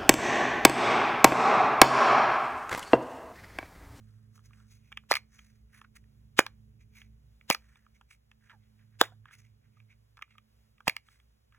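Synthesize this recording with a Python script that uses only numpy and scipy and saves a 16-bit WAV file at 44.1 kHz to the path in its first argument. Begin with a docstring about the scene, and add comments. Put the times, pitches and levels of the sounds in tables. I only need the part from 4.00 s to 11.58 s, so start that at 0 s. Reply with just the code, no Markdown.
"""Silicone bubble toy.

A hand holds a silicone bubble toy close to a two-port microphone in a quiet room.
The dome flips through five times: falling sine pops with crackle, thump and noise bursts ringing body modes.
Fingers rub (grainy noise in resonances), unstick and squeak (gliding tones) between pops.
A machine hums far off (wavering tones over rumble) under a faint hiss of shaped noise."""
import sys
import numpy as np
from scipy import signal
from scipy.fft import rfft, irfft, next_fast_len
from scipy.io import wavfile
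from scipy.ndimage import uniform_filter1d

SR = 44100
rng = np.random.default_rng(int(sys.argv[2]) if len(sys.argv) > 2 else 0)


def to_wav(s):
    """Save 16-bit WAV."""
    ch = np.atleast_2d(s).T  # columns
    pcm = np.round(np.clip(ch, -1, 1) * 32767)  # PCM
    wavfile.write(sys.argv[1], SR, pcm.astype(np.int16))


N = 334278

# dome flips: (time [s], sweep level [dB], start pitch [Hz], glide time constant [ms],
#   crackle level [dB], crackle swell [ms], mean crackle pitch [Hz],
#   thump level [dB], approximate thump start pitch [Hz], treble tick level [dB])
FLIPS = [(1.1123, -8.5, 2000, 1.2, -17.5, 1.78, 4390, -31.5, 335, -31),
         (2.3898, -2, 4200, 1.42, -11, 2.75, 2401, -8, 367.4, -22),
         (3.5009, -13.5, 1530, 2.2, -12, 1.1, 2960, -17.5, 273, -10.5),
         (5.0121, -6, 2446, 2.2, -7.5, 1.7, 3493, -12.5, 398.6, -23),
         (6.878, -17.5, 1617, 1.77, -16.5, 2.24, 2353, -21, 207.8, -24.5)]


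def amp(db):
    """dB to gain."""
    return 10 ** (np.asarray(db) / 20)


def rms_one(x):
    """Scale to rms 1."""
    return x / np.sqrt(np.mean(x ** 2) + 1e-20)


def in_time(rows):
    """Curve columns at every sample."""
    s, *columns = np.transpose(rows)
    return [np.interp(np.arange(N) / SR, s, c) for c in columns]


def at_hz(points, hz):
    """Read a spectrum on a log-frequency axis."""
    point_hz, point_db = np.transpose(points)
    return np.interp(np.log(hz + 1), np.log(point_hz), point_db)


def coloured(spectrum):
    """Noise with the given spectrum, rms 1."""
    hz = np.fft.rfftfreq(N, 1 / SR)
    return rms_one(irfft(rfft(rng.standard_normal(N)) * amp(at_hz(spectrum, hz)), N))


def resonance(x, hz, width_hz):
    """Two-pole band, gain about 1 on top."""
    r = np.exp(-np.pi * np.clip(width_hz, .5, 8000) / SR)
    b = [(1 - r * r) / 2, 0, (r * r - 1) / 2]
    a = [1, -2 * r * np.cos(2 * np.pi * hz / SR), r * r]
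    return signal.lfilter(b, a, x + 1e-18)


def high(x, hz):
    """Second-order high-pass."""
    return signal.sosfilt(signal.butter(2, hz, "high", fs=SR, output="sos"), x)


def burst(swell_ms, count):
    """Envelope that swells for swell_ms and dies, top 1."""
    u = np.arange(count) / SR * 1000 / max(swell_ms, .1)
    return (u * np.exp(1 - u)) ** 2.9


def add(out, s, piece):
    """Mix a piece in at time s."""
    i = round(s * SR)
    out[i:i + len(piece)] += piece[:N - i]


def pops():
    """The dome buckles: pitch falls as the wall slackens, the wall crackles, displaced air thumps."""
    slack_hz, ring_t60_per_glide = 417.8, 8.5
    out, size, lead_in_size = np.zeros(N), 4096, 1024
    t = np.arange(size) / SR
    noise = rng.standard_normal((len(FLIPS), size))
    for flip, n in zip(FLIPS, noise):
        s, db, start_hz, glide_ms, crackle_db, crackle_ms, crackle_hz, thump_db, thump_hz, tick_db = flip
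        hz = slack_hz + (start_hz - slack_hz) * np.exp(-1000 * t / glide_ms)
        swell = (1 - np.exp(-t / 0.00079)) ** 2 * 10 ** (-3000 * t / (ring_t60_per_glide * glide_ms))
        sweep = np.sin(2 * np.pi * np.cumsum(hz) / SR) * swell / swell.max()

        wobble = 1 + 0.12 * rms_one(uniform_filter1d(n, size=24))
        rough_tone = np.sin(2 * np.pi * crackle_hz * np.cumsum(wobble) / SR)
        grit = signal.lfilter([1], [1, -.5], high(n, 1000))
        crackle = (rough_tone + 0.49 * grit) * burst(crackle_ms, count=size)

        sinking_hz = thump_hz * (0.18 + 0.83 * np.exp(-t / 0.039))
        thump = np.sin(2 * np.pi * np.cumsum(sinking_hz) / SR) * burst(2.3, count=size)
        tick = high(n[::-1], 5200) * burst(0.8, count=size)
        pop = amp(db) * sweep + amp(crackle_db) * crackle
        add(out, s, pop + amp(thump_db) * high(thump, 82) + amp(tick_db) * tick)

        # faint noise grows just before the flip
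        growth = np.exp(-t[lead_in_size - 1::-1] / 0.0057)
        lead_in = rms_one(resonance(n, 1600, 3100))[:lead_in_size] * growth
        add(out, s - lead_in_size / SR, amp(db - 23) * lead_in)
    return out


def snaps():
    """A noisy slip rings body modes near its pitch; a wall taut from a flip adds upper modes and treble."""
    # silicone snapping or unsticking: (time [s], level [dB], favoured pitch [Hz])
    slips = [(0.378, -53, 1300), (0.392, -51.5, 1350), (0.508, -54, 1200), (0.533, -49, 2500),
             (0.602, -57, 1310), (0.919, -39, 1230), (0.925, -35.5, 2300), (0.973, -26, 2620),
             (1.037, -57, 1220), (1.119, -8.5, 2040), (1.128, -18.5, 1951), (1.139, -15, 2400),
             (1.154, -13.5, 2233), (1.16, -22.5, 2169), (1.164, -30, 2200), (1.168, -19, 2160),
             (1.391, -40, 2100), (1.815, -39, 1322), (2.04, -60.5, 1993), (2.402, -19.5, 1510),
             (2.4065, -20.5, 1464), (2.4652, -22.5, 1599), (3.017, -39.5, 2100), (3.411, -44.5, 2300),
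             (3.5074, -13, 2470), (3.5104, -10.5, 2410), (3.5473, -17.5, 2000), (3.757, -50, 1730),
             (3.865, -49, 1290), (4.012, -45, 1300), (4.111, -43, 2370), (4.315, -48, 2518),
             (4.497, -44, 1785), (5.037, -28.5, 1478), (5.256, -40, 1500), (5.31, -46, 1295),
             (5.802, -49, 2240), (6.171, -44, 3435), (6.177, -46.5, 1317), (6.191, -43, 1310),
             (6.213, -47.5, 1295), (6.223, -26.5, 2110), (6.279, -62, 1263), (6.382, -42, 2010),
             (6.781, -54.5, 2022), (6.805, -41, 1232), (6.878, -19, 2500), (6.882, -15.5, 2650),
             (6.896, -13, 2220), (6.966, -21, 2267), (7.086, -47, 1545), (7.2, -51.5, 2352),
             (7.523, -55.5, 1576)]
    # toy body modes: (pitch [Hz], level [dB])
    modes = [(520, -10), (800, -5.5), (1250, 6.5), (1700, 3.5), (2300, 1.5), (3400, -0.5), (4500, -1),
             (6100, -12)]
    upper_modes_db = {True: 5, False: -22}
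    slip_decay_ms = {True: 1.2, False: 2.0}
    taut_s = .12  # the wall stays taut this long after a flip
    taut_treble_db, slack_treble_db = -5, -21
    mode_width_ratio, mode_fall_db_per_octave = 0.14, 7.5
    own_ring_db, own_width_ratio = 3, 0.12  # the patch that lets go
    lead_in_db, lead_in_ms = -27, 5.0  # faint noise swells just before each snap
    jolt, crack_extra_decay_ms = 4, 1.0
    out, size, onset = np.zeros(N), 2560, 900
    ms = (np.arange(size) - onset) / SR * 1000
    lead_in = amp(lead_in_db) * np.exp(np.minimum(ms, 0) / lead_in_ms)
    noise = rng.standard_normal((len(slips), size))
    for (s, db, favoured_hz), n in zip(slips, noise):
        taut = any(0 < s - flip[0] < taut_s for flip in FLIPS)
        release = (1 - np.exp(-np.abs(ms) / 0.21)) * np.exp(-np.abs(ms) / slip_decay_ms[taut])
        slip = n * np.where(ms < 0, lead_in, release)
        slip[onset + 6] += jolt

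        body = amp(own_ring_db) * resonance(slip, favoured_hz, own_width_ratio * favoured_hz)
        for k, (hz, mode_db) in enumerate(modes):
            mode_db = mode_db - mode_fall_db_per_octave * abs(np.log2(hz / favoured_hz))
            mode_db += (hz > 4000) * upper_modes_db[taut]
            body += amp(mode_db) * (-1) ** k * resonance(slip, hz, mode_width_ratio * hz)

        short_slip = slip * np.exp(-np.maximum(ms, 0) / crack_extra_decay_ms)
        crack = signal.lfilter([1], [1, -.6], high(short_slip, 5900))
        treble = amp(taut_treble_db if taut else slack_treble_db) * crack / np.abs(crack).max()
        add(out, s - onset / SR, amp(db) * (body / np.abs(body).max() + treble))
    return out


def squeaks():
    """The wall yields or squeaks: a slightly rough tone; the wider it glides, the stronger its octave."""
    # (time [s], swell [ms], start pitch [Hz], end pitch [Hz], level [dB])
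    glides = [(1.1056, 7, 1087, 780, -30.5), (4.521, 16.8, 1062, 676, -57.5), (5.116, 8.3, 616, 867, -56.5),
              (5.768, 4.3, 1234, 1230, -61), (6.352, 3.7, 1295, 1170, -57.5),
              (6.8711, 1.87, 1057, 672, -24)]
    out, size = np.zeros(N), 4096
    t = np.arange(size) / SR
    noise = uniform_filter1d(rng.standard_normal((len(glides), size)), size=40)
    for (s, swell_ms, start_hz, end_hz, db), n in zip(glides, noise):
        hz = end_hz + (start_hz - end_hz) * np.exp(-500 * t / swell_ms)
        phase = 2 * np.pi * np.cumsum(hz) / SR
        octave = min(abs(np.log2(start_hz / end_hz)), 0.5)
        tone = np.sin(phase) + octave * np.sin(2 * phase)
        add(out, s, amp(db) * tone * (1 + 0.48 * rms_one(n)) * burst(swell_ms, count=size))
    return out


def rub():
    """Skin on silicone: grainy friction in body resonances near the stroke's pitch and in surface ones."""
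    # finger strokes: (time [s], length scale [ms], level [dB], favoured pitch [Hz], brightness [dB])
    strokes = [(0.06, 280, -83, 1300, 1.5), (0.36, 25, -72.5, 1230, 4.5), (0.457, 18, -71.5, 1930, 5),
               (0.57, 97, -74, 1400, -2), (0.72, 42, -68.5, 2490, 2), (0.87, 86, -73.5, 2400, -8),
               (1.165, 12.5, -39, 2310, -9), (1.355, 49, -67.5, 1830, -1.5), (1.46, 100, -76, 1930, 0),
               (1.764, 49, -62.5, 1816, -4.5), (1.848, 6.4, -54, 1396, -33.5),
               (1.963, 13.1, -59, 1900, 0.5), (2.815, 18, -70, 2350, -7), (2.981, 46.4, -59, 2272, -5),
               (3.524, 12.4, -36, 2320, -3.5), (3.69, 130, -72.5, 1748, -7.5),
               (3.956, 18.2, -69.5, 2200, -7.5), (4.118, 25, -59.5, 2300, -3), (4.448, 37.4, -69, 1735, -9),
               (4.508, 16, -56, 1656, -23), (4.64, 43, -76.5, 2520, -19), (4.805, 36, -73, 1825, -19),
               (4.94, 22, -74, 1787, -17.5), (5.045, 23, -51.5, 1900, -7), (5.29, 34, -62, 1697, -39),
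               (5.332, 25.6, -60.5, 2000, -4), (5.394, 20, -67, 1910, -0.5), (5.451, 41, -73.5, 2313, -11),
               (5.65, 41, -78.5, 1924, -17), (5.77, 40, -75.5, 2329, -12.5), (5.91, 23, -64, 2224, -19),
               (6.312, 34, -68, 2457, -16.5), (7.115, 71, -71.5, 1928, 1), (7.551, 29.3, -70, 1503, -16)]
    # body resonances: (pitch [Hz], width of each pass [Hz], level [dB])
    body_bands = [(833, 460, -0.5), (1390, 880, 1), (1645, 850, 1.5), (2140, 700, 0), (3078, 900, -6.5)]
    # surface resonances: (pitch [Hz], width of the first pass [Hz], level [dB])
    sheen_bands = [(4585, 1600, -4.5), (6280, 1000, 4.5), (8150, 930, -1), (10420, 780, -3.5),
                   (14600, 310, -7)]
    loud_grains_per_s, reach_db_per_octave = 150, 30
    t = np.arange(N) / SR
    grains = rng.standard_normal((2, N)) * amp(1.3 * np.minimum(rng.exponential(1, N), 5))
    grains[0, rng.random(N) < loud_grains_per_s / SR] *= 6  # sparse random louder grains
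    stick = uniform_filter1d(rng.standard_normal(N), size=300)  # the skin catches and lets go
    grains = grains * amp(3.0 * rms_one(stick))

    body = np.array([rms_one(resonance(resonance(grains[0], hz, w), hz, w)) for hz, w, _ in body_bands])
    sheen = np.array([amp(db) * rms_one(resonance(resonance(grains[1], hz, w), hz, 6.6 * w))
                      for hz, w, db in sheen_bands])
    sheen += .35 * rms_one(high(grains[1], 3800))
    # every stroke touches another patch of surface
    tints = amp(rng.normal(0, 3, (len(strokes), len(sheen_bands))))
    hz, _, body_db = np.transpose(body_bands)
    out = np.zeros(N)
    for (s, scale_ms, db, favoured_hz, bright_db), tint in zip(strokes, tints):
        near = slice(max(round((s - .3) * SR), 0), round((s + 0.4) * SR))
        skew = np.where(t[near] < s, .8, 1.2)  # rises faster than it fades
        u = 1000 * (t[near] - s) / scale_ms / skew
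        pressure = amp(db - 11 * np.abs(u) ** 1.5)
        share = amp(body_db - reach_db_per_octave * np.abs(np.log2(hz / favoured_hz)))
        # the rubbed patch sings at the favoured pitch
        patch = rms_one(resonance(resonance(grains[0, near], favoured_hz, 420), favoured_hz, 420))
        friction = share @ body[:, near] / np.linalg.norm(share) + 0.42 * patch
        bright = amp(bright_db) * tint @ sheen[:, near] / np.linalg.norm(tint)
        out[near] += pressure * (friction + bright)
    return out


def room(x):
    """Short diffuse tail: dull noise with a fast and a slower decay that sets in after a few ms."""
    t60_s, late_t60_s, late_db = 0.05, 0.19, -15
    t = np.arange(SR // 3) / SR
    decay = 10 ** (-3 * t / t60_s) + amp(late_db) * 10 ** (-3 * t / late_t60_s)
    dull = signal.lfilter([1], [1, -.15], rng.standard_normal(len(t)))
    tail = dull * decay * (1 - np.exp(-t / 0.0053))
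    tail = signal.sosfilt(signal.butter(1, 400, "high", fs=SR, output="sos"), tail)
    return signal.fftconvolve(x, tail / np.sqrt(np.sum(tail ** 2)))[:N]


def machine():
    """Steady tones that waver, over rumble; weaker tones and rumble follow the two strong ones."""
    # strong tones: (time [s], low tone level [dB], main tone level [dB])
    levels = [(0, -63.5, -53.5), (1.0, -64.5, -63), (1.7, -61, -63.5), (2.1, -62, -57), (3.1, -58, -60.5),
              (4.1, -65, -74), (4.8, -70.5, -57.5), (5.7, -71, -54.5), (6.1, -70, -66.5),
              (7.58, -67, -70.5)]
    # tones, low and main first: pitch [Hz]
    tones_hz = [58.4, 108, 215.8, 136, 426.5]
    # wavering part of each tone: band width of the first pass [Hz]
    waver_width_hz = [14.0, 9.0, 6.0, 8.0, 14.0]
    # octave, fourth tone, fifth tone, rumble: level against the mean of both strong tones [dB]
    under_both_db = [-4, -7, -22.5, -6.5]
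    # rumble spectrum: (frequency [Hz], relative level per Hz [dB])
    rumble_spectrum = [(25, -11), (45, -2), (150, 2), (250, -7.5), (430, -20), (1200, -41)]
    waver, fade_db_per_s = 0.54, 0.5  # weaker tones and rumble thin out slowly
    low_db, main_db = in_time(levels)
    t = np.arange(N) / SR
    white = rng.standard_normal((5, N + SR))  # the first second lets the filters settle
    tones = []
    for n, hz, w in zip(white, tones_hz, waver_width_hz):
        band = rms_one(resonance(resonance(n, hz, w), hz, 2 * w)[SR:])
        tones.append(np.sin(2 * np.pi * hz * t) + waver * band)
    mean_db = (low_db + main_db) / 2 - fade_db_per_s * t
    *weak_db, rumble_db = [mean_db + db for db in under_both_db]
    hum = np.sum(amp([low_db, main_db, *weak_db]) * tones, axis=0)
    return hum + amp(rumble_db) * coloured(rumble_spectrum)


def hiss():
    """Faint shaped noise whose level drifts over some tenths of a second."""
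    # (frequency [Hz], relative level per Hz [dB])
    hiss_spectrum = [(250, -7), (500, -4.5), (800, -11), (1500, -9.5), (3000, -11.5), (6000, -16.5),
                     (16000, -17)]
    mean_db, drift_rms_db = -79.5, 1.3
    smooth = uniform_filter1d(uniform_filter1d(rng.standard_normal(N), size=8000), size=8000)
    return amp(mean_db + drift_rms_db * rms_one(smooth)) * coloured(hiss_spectrum)


def ports(x):
    """Two close microphone ports: the left hears less low-mid and leads in phase in the treble."""
    # (frequency [Hz], phase by which left leads [rad])
    phase_lead = [(0, 0), (1500, 0.05), (2400, .95), (3800, 2.1), (6600, 6.2), (16700, 20.9)]
    # (frequency [Hz], left-right level [dB])
    balance = [(40, 1.5), (130, -7), (300, -10), (600, -5.5), (1200, -3.5), (2600, -3.5), (4000, 2.5),
               (16000, -2.5)]
    size = next_fast_len(N + 4096)
    hz = np.fft.rfftfreq(size, 1 / SR)
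    lead_rad = np.interp(hz, *np.transpose(phase_lead))
    left = irfft(rfft(x, size) * amp(at_hz(balance, hz)) * np.exp(1j * lead_rad), size)[:N]
    return np.array([left, x])


def port_noise():
    """Low-mid noise of opposite sign in the ports."""
    level_db = -80
    opposed = rms_one(resonance(rng.standard_normal(N), 350, 450))
    return amp(level_db) * opposed * [[1], [-1]]


def scene():
    """Toy, fingers, room and background at the two ports."""
    room_db = -18.5
    toy = pops() + snaps() + squeaks() + rub()
    air = toy + amp(room_db) * room(toy) + machine() + hiss()
    return ports(air) + port_noise()


def record(dry):
    """Peaks are rounded, the top is cut."""
    ceiling, cutoff_hz = 1.15, 17300
    rounded = ceiling * np.tanh(dry / ceiling)
    return signal.sosfilt(signal.cheby2(14, 70, cutoff_hz, fs=SR, output="sos"), rounded)


dry = scene()
out = record(dry)
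to_wav(out)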